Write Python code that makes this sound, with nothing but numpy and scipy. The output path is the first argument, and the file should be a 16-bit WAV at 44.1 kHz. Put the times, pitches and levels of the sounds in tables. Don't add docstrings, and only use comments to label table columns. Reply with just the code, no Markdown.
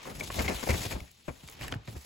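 import sys
import numpy as np
from scipy import signal
from scipy.fft import rfft, irfft
from scipy.io import wavfile
from scipy.ndimage import uniform_filter1d

SR = 44100
rng = np.random.default_rng(int(sys.argv[2]) if len(sys.argv) > 2 else 0)


def makeup_ratio(level_db):
    decades = np.asarray(level_db, float) / 20
    return 10 ** decades


def to_wav(sig):
    pcm = np.clip(np.atleast_2d(sig), -1, 1) * 32767
    pcm = np.round(pcm).astype(np.int16)
    wavfile.write(sys.argv[1], SR, pcm.T)


N = 90404
HZ = np.fft.rfftfreq(N, 1 / SR)
T = np.arange(N) / SR


def evened(x):
    return x / np.sqrt(np.mean(x ** 2) + 1e-20)


def read(points, hz):
    f, value = np.transpose(points)
    return np.interp(np.log(hz + 1), np.log(f + 1), value)


def follow(curve, share):
    s, db = np.transpose(curve)[:2]
    return makeup_ratio(db.max() + share * (np.interp(T, s, db) - db.max()))


# (time [s], left over right [dB])
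LEAN = [
    (0, 5),
    (1.3, 10),
    (1.55, 1.5),
    (2.05, 0.5),
]


def lean(width):
    return makeup_ratio(width * np.outer([.5, -.5], np.interp(T, *np.transpose(LEAN))))


def add(mix, s, sound, width=0.68):
    pan_db = width * np.interp(s, *np.transpose(LEAN))
    part = mix[:, round(s * SR):][:, :sound.shape[-1]]
    part += sound[..., :part.shape[1]] * makeup_ratio(np.array([[pan_db / 2], [-pan_db / 2]]))


# (frequency [Hz], coherence [0-1])
SAME = [(60, 1), (150, 0.77), (400, 0.68), (1000, 0.077), (2500, 0.5), (5000, 0.48)]


def grains(colour, per_s, spread_db, clump_db, clump_s):
    clump = evened(uniform_filter1d(rng.standard_normal(N), size=max(int(clump_s * SR), 1)))
    size_db = spread_db * np.minimum(rng.exponential(1, N), 4) + clump_db * clump
    size = makeup_ratio(size_db) * (rng.random(N) < per_s / SR)
    left, other = rfft(size * rng.standard_normal((2, N)))
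    same = np.clip(read(SAME, HZ), 0, 1)
    right = same * left + np.sqrt(1 - same ** 2) * other
    return evened(irfft(np.array([left, right]) * makeup_ratio(read(colour, HZ)), N))


# (frequency [Hz], level [dB])
AIR = [(30, -17), (70, 29), (150, 3), (350, -57), (1200, -16), (3500, 11), (7000, 0), (16000, -23)]


def room_air():
    return makeup_ratio(-65) * grains(AIR, per_s=SR, spread_db=0, clump_db=.7, clump_s=.05)


# (time [s], length [s], change [dB])
JERKS = [(.028, 0.013, 2), (0.099, 0.013, 3), (.118, 0.032, -6.5), (0.15, 0.011, 0), (.165, 0.026, -4),
         (0.196, 0.0083, 7), (0.217, 0.011, -6.5), (0.232, 0.017, 4), (0.272, 0.011, 3.5),
         (0.295, 0.015, -6), (0.342, .04, 2), (0.419, 0.024, 5), (0.461, 0.051, -5), (0.508, 0.011, -6),
         (0.543, .03, 2), (0.69, 0.023, 0.5), (0.711, 0.018, -6), (0.743, 0.012, -0.5), (0.871, 0.05, -1.5),
         (0.902, 0.026, 5), (1.001, 0.0069, 3.5), (1.55, 0.042, -4.5), (1.594, 0.05, -1),
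         (1.695, 0.013, -3.5), (1.715, .012, 5.5), (1.965, 0.015, 3)]


def jerks():
    change_db = 0
    for s, length, db in JERKS:
        inside_s = np.minimum(T - s, s + length - T)
        change_db = change_db + db * np.clip(inside_s / .003 + .5, 0, 1)
    return makeup_ratio(change_db)


# (time [s], level [dB], brightness [dB per octave])
SLIDE = [(0, -55.5, -6.5), (.05, -50.5, -2.5), (.33, -48, -0.5), (.355, -44.5, 0), (.44, -45, -1),
         (.62, -45, -3), (.7, -43, 0), (.84, -41, -2), (.89, -46, -1), (.93, -46, -3.5), (.95, -53.5, -2),
         (1.15, -65, -2), (1.51, -54.5, -3), (1.58, -53.5, -3.5), (1.63, -48, -3), (1.74, -57, -6),
         (1.79, -73, -9.5), (1.89, -55, -0.5)]
# (frequency [Hz], level [dB])
HISS = [(300, -2), (900, -1), (1500, -3.5), (2300, 1), (3500, 0.5), (7000, -1.5), (10000, -2), (16000, -8)]


def slide():
    hiss = grains(HISS, per_s=20000, spread_db=1.8, clump_db=1.5, clump_s=.01)
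    hz, t, z = signal.stft(hiss, SR, nperseg=256)
    patches = rng.standard_normal((len(t), len(hz))).T
    patches = uniform_filter1d(patches, size=9, axis=0)
    patches = evened(uniform_filter1d(patches, size=14, axis=1))
    s, _, brightness = np.transpose(SLIDE)
    octaves = np.log2(np.maximum(hz, 1000) / 5000)[:, None]
    tilt_db = np.interp(t, s, brightness) * octaves
    hiss = signal.istft(z * makeup_ratio(1.9 * patches + tilt_db), SR, nperseg=256)[1][:, :N]
    return makeup_ratio(3) * follow(SLIDE, 1.141) * jerks() * lean(0.49) * hiss


# (time [s], level [dB])
BEND = [(0, -68), (.16, -36.5), (.33, -40.5), (.41, -29), (.62, -55.5), (.72, -25.5), (.84, -42.5),
        (1.02, -38), (1.1, -62.5), (1.54, -52), (1.64, -37.5), (1.78, -41), (1.84, -57), (1.93, -38),
        (2.05, -65)]
# (frequency [Hz], level [dB])
DRUM = [(28, -35), (45, 0), (72, -1.5), (150, -6), (400, -18), (800, -21.5), (1500, -35.5), (4000, -53)]


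def bend():
    drum = grains(DRUM, per_s=8000, spread_db=1.5, clump_db=2.5, clump_s=.025)
    return makeup_ratio(-3.5) * follow(BEND, 1.097) * lean(0.32) * drum


# (time [s], level [dB], length [s], crispness [dB])
FLAPS = [(0.051, -41, 0.074, -9.5), (0.207, -39.5, 0.026, -24), (0.343, -37.5, 0.029, -8),
         (0.383, -28.5, 0.024, -1.5), (0.442, -35, 0.024, 2), (0.481, -30, 0.041, -2.5),
         (0.626, -33, 0.011, -6), (0.666, -34, 0.012, -3), (0.687, -27, 0.026, 2),
         (0.739, -31.5, 0.014, 0.5), (0.848, -35, 0.013, -14), (0.906, -41, 0.027, 5.5),
         (0.95, -40, 0.015, -36), (1.278, -33.5, 0.014, -12), (1.608, -44.5, 0.048, 6),
         (1.716, -43, 0.029, -2.5), (1.874, -44, 0.019, -3), (1.952, -44.5, 0.015, -8)]
# (frequency [Hz], level [dB])
SLAP = [(80, -6), (200, 1), (400, 2), (700, -1.5), (1200, -8.5), (2500, -18.5), (16000, -80)]
# (frequency [Hz], level [dB])
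CRISP = [(700, -89), (1500, -1.5), (2300, 4.5), (3300, -9), (5000, -6.5), (16000, -22.5)]


def flaps():
    slap = grains(SLAP, per_s=6000, spread_db=1.3, clump_db=2, clump_s=.004)
    crisp = grains(CRISP, per_s=9000, spread_db=1.8, clump_db=2.5, clump_s=.003)
    out, t = np.zeros((2, N)), np.arange(3500) / SR
    for s, db, length, crisp_db in FLAPS:
        fall_db = -4 * t / length - 400 * np.maximum(t - length, 0)
        shape = np.minimum(t / 0.0045, 1) * makeup_ratio(fall_db)
        at = round(max(s, 0) * SR)
        dull = evened(slap[:, at:at + 3500])
        crackle = makeup_ratio(crisp_db - 5) * evened(crisp[:, at:at + 3500])
        add(out, max(s, 0), makeup_ratio(db) * shape * (dull + crackle))
    return out


# (time [s], peak [dB], ring [Hz], length [s], clean ring share [0-1])
SNAPS = [(0.054, -37, 1070, .006, 0.8), (0.208, -32.5, 3510, 0.0036, 0.6),
         (0.208, -25.5, 2290, 0.0056, 0.97), (0.301, -26.5, 1085, 0.0096, 0.32),
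         (.302, -35, 506, 0.0045, 0.05), (.392, -21.5, 2130, 0.0076, 0.38), (.479, -18, 2150, 0.0058, 0.5),
         (0.634, -36, 1580, 0.0039, 0.8), (0.856, -28.5, 2450, 0.0022, 0.8), (.858, -25, 430, 0.0045, .5),
         (0.925, -26.5, 2370, 0.0028, 0.45), (0.982, -50, 1980, 0.0027, 0.5),
         (1.003, -34, 2250, 0.0035, 0.41), (1.281, -32.5, 610, 0.0026, 1), (1.292, -36, 2350, 0.0025, 0.73),
         (1.2977, -39, 2270, 0.0027, 0.7), (1.486, -31.5, 2260, 0.0015, 0.64),
         (1.531, -37.5, 1250, 0.0022, 0.3), (1.551, -45, 4400, .002, .7),
         (1.612, -30.5, 1900, 0.0039, 0.44), (1.631, -33.5, 2960, 0.0033, 0.85),
         (1.642, -39, 1080, 0.0077, 0.67), (1.68, -34, 1800, 0.004, 0.88),
         (1.682, -31.5, 2880, 0.0024, 0.6), (1.683, -40, 5700, 0.0021, 0.5), (1.692, -39, 1760, 0.003, 0.9),
         (1.7235, -17.5, 3160, 0.0017, 0.58), (1.724, -25.5, 1420, 0.0033, 0.66),
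         (1.724, -35, 2390, 0.0036, 1), (1.725, -25.5, 388, 0.009, 0.13),
         (1.740, -19.5, 1500, 0.0016, 0.42), (1.880, -39, 1300, 0.0023, 0)]


def snaps():
    out, t = np.zeros((2, N)), np.arange(1500) / SR
    click = 5 * (np.arange(len(t)) == 10)
    for s, db, hz, length, clean in SNAPS:
        length, clean = max(length, .001), np.clip(clean, 0, 1)
        noise = rng.standard_normal((3, len(t)))
        shape = np.minimum(t / 0.0011, 1) * np.exp(-(t / length) ** 2)
        wander = 0.0029 * np.cumsum(noise[2])
        ring = np.sin(2 * np.pi * (hz * t + wander + np.array([[0], [.08]])))
        push = noise[0] + noise[:2] * [[0], [1]] + click
        band = signal.butter(2, [hz * 0.26, hz * 1.73], "band", fs=SR)
        wake = evened(signal.lfilter(*band, push))
        add(out, s, makeup_ratio(db) * shape * (clean * ring + .5 * (1 - clean) * wake))
    return out


def room(x):
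    t = np.arange(9000) / SR
    dull = signal.lfilter([.4], [1, -.6], rng.standard_normal((2, 9000)))
    tail = dull * makeup_ratio(-60 * t / 0.26) * (t > .003)
    return signal.fftconvolve(x, tail / np.linalg.norm(tail[0]), axes=1)[:, :N]


# (time [s], peak [dB], frequency [Hz], t60 [s])
THUDS = [(0.208, -28, 140, 0.033), (0.35, -35, 81, 0.15), (0.39, -20.5, 60, 0.11),
         (0.456, -26.5, 78.6, 0.23), (0.548, -30, 57, 0.17), (0.693, -22, 74.7, 0.28),
         (0.744, -26, 88, 0.074), (0.858, -27, 96, 0.087), (0.946, -26, 61.6, 0.15),
         (1.015, -29.5, 70.4, 0.079), (.672, -24, 460, 0.049), (.921, -32, 489, 0.065),
         (.962, -29, 168, 0.058), (1.284, -28.5, 133, 0.093), (1.2841, -32.5, 234, 0.062),
         (1.297, -31, 66.6, 0.11), (1.434, -38.5, 138, 0.081), (1.454, -41, 70, 0.11),
         (1.723, -32.5, 119, 0.096), (1.756, -28, 108.4, 0.12), (1.879, -32.5, 109, 0.16),
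         (1.964, -30.5, 71, 0.13), (1.963, -44, 442, 0.052), (1.726, -35.5, 222, 0.069)]


def thuds():
    out, t = np.zeros((2, N)), np.arange(12000) / SR
    sag = 0.72 * 0.0072 * (1 - np.exp(-t / 0.0027))
    for s, db, hz, t60 in THUDS:
        shape = makeup_ratio(db - 60 * t / t60) * np.minimum(t / 0.0045, 1)
        tone = np.sin(2 * np.pi * hz * (t + sag) + np.array([[.17], [-.17]]))
        add(out, s, shape * tone, width=.06)
    return out


# (time [s], peak [dB], lowest frequency [Hz])
TICKS = [(.855, -32, 1155), (1.115, -43, 8050), (1.477, -33.5, 3250), (1.4873, -33.5, 900),
         (1.499, -33, 8000), (1.5144, -37, 8000), (1.526, -40, 8000), (1.531, -46, 700), (1.537, -40, 8000),
         (1.553, -45, 3800), (1.596, -50, 2500), (1.61, -34, 6000), (1.622, -41, 700), (1.638, -34, 5000),
         (1.681, -30, 2400), (1.7124, -40, 6000), (1.718, -42, 3000), (1.723, -34.5, 1490),
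         (1.747, -41, 7000), (1.855, -53, 2500), (1.8756, -35, 890), (1.928, -43, 990)]


def ticks():
    out, t = np.zeros((2, N)), np.arange(300) / SR
    for s, db, hz in TICKS:
        burst = rng.standard_normal(300) * np.exp(-t / 0.00084)
        band = signal.butter(2, [hz, min(5 * hz, .45 * SR)], "band", fs=SR)
        click = signal.lfilter(*band, burst)
        add(out, s, makeup_ratio(db) * click / abs(click).max())
    return out


def scene():
    hits = flaps() + snaps() + ticks()
    return room_air() + slide() + bend() + hits + makeup_ratio(-20) * room(hits) + thuds()


def top_cut(x):
    return signal.sosfilt(signal.butter(12, 16990, fs=SR, output="sos"), x)


OPENING_S = [
    1.115,
    1.477,
    1.487,
    1.683,
    1.747,
]


def record(dry):
    join_hz, step_hz, edge_hz = 7000, 2125, 15900
    flat = .26
    hz, t, z = signal.stft(dry, SR, nperseg=512)
    row_hz = hz[:, None]
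    drift = np.repeat(rng.standard_normal((len(t), 5)), 8, axis=0)[:len(t)].T
    steps = np.clip((row_hz - join_hz) / step_hz, 0, 4)
    steps = np.clip(steps + .055 * drift[np.round(steps[:, 0]).astype(int)], 0, 4)
    turns = np.floor(steps) + np.clip((steps % 1 - flat) / (1 - 2 * flat), 0, 1)
    high = np.clip((row_hz - join_hz) / 600 + 1.7, 0, 1)
    sharp = (abs(t[:, None] - np.array(OPENING_S)) < .006).any(axis=1)
    lag = 1.21 * np.exp(-np.log2(row_hz / 600 + 1e-9) ** 2)
    turned = z[0] * np.exp(1j * np.pi * np.where(sharp, steps, turns))
    z[1] = (1 - high) * np.exp(-1j * lag) * z[1] + high * turned
    z *= makeup_ratio(-.4 * np.maximum(row_hz - edge_hz - 600 * sharp, 0))
    mix = signal.istft(z, SR, nperseg=512)[1][:, :N]
    return top_cut(mix)


dry = scene()
out = record(dry)
to_wav(out)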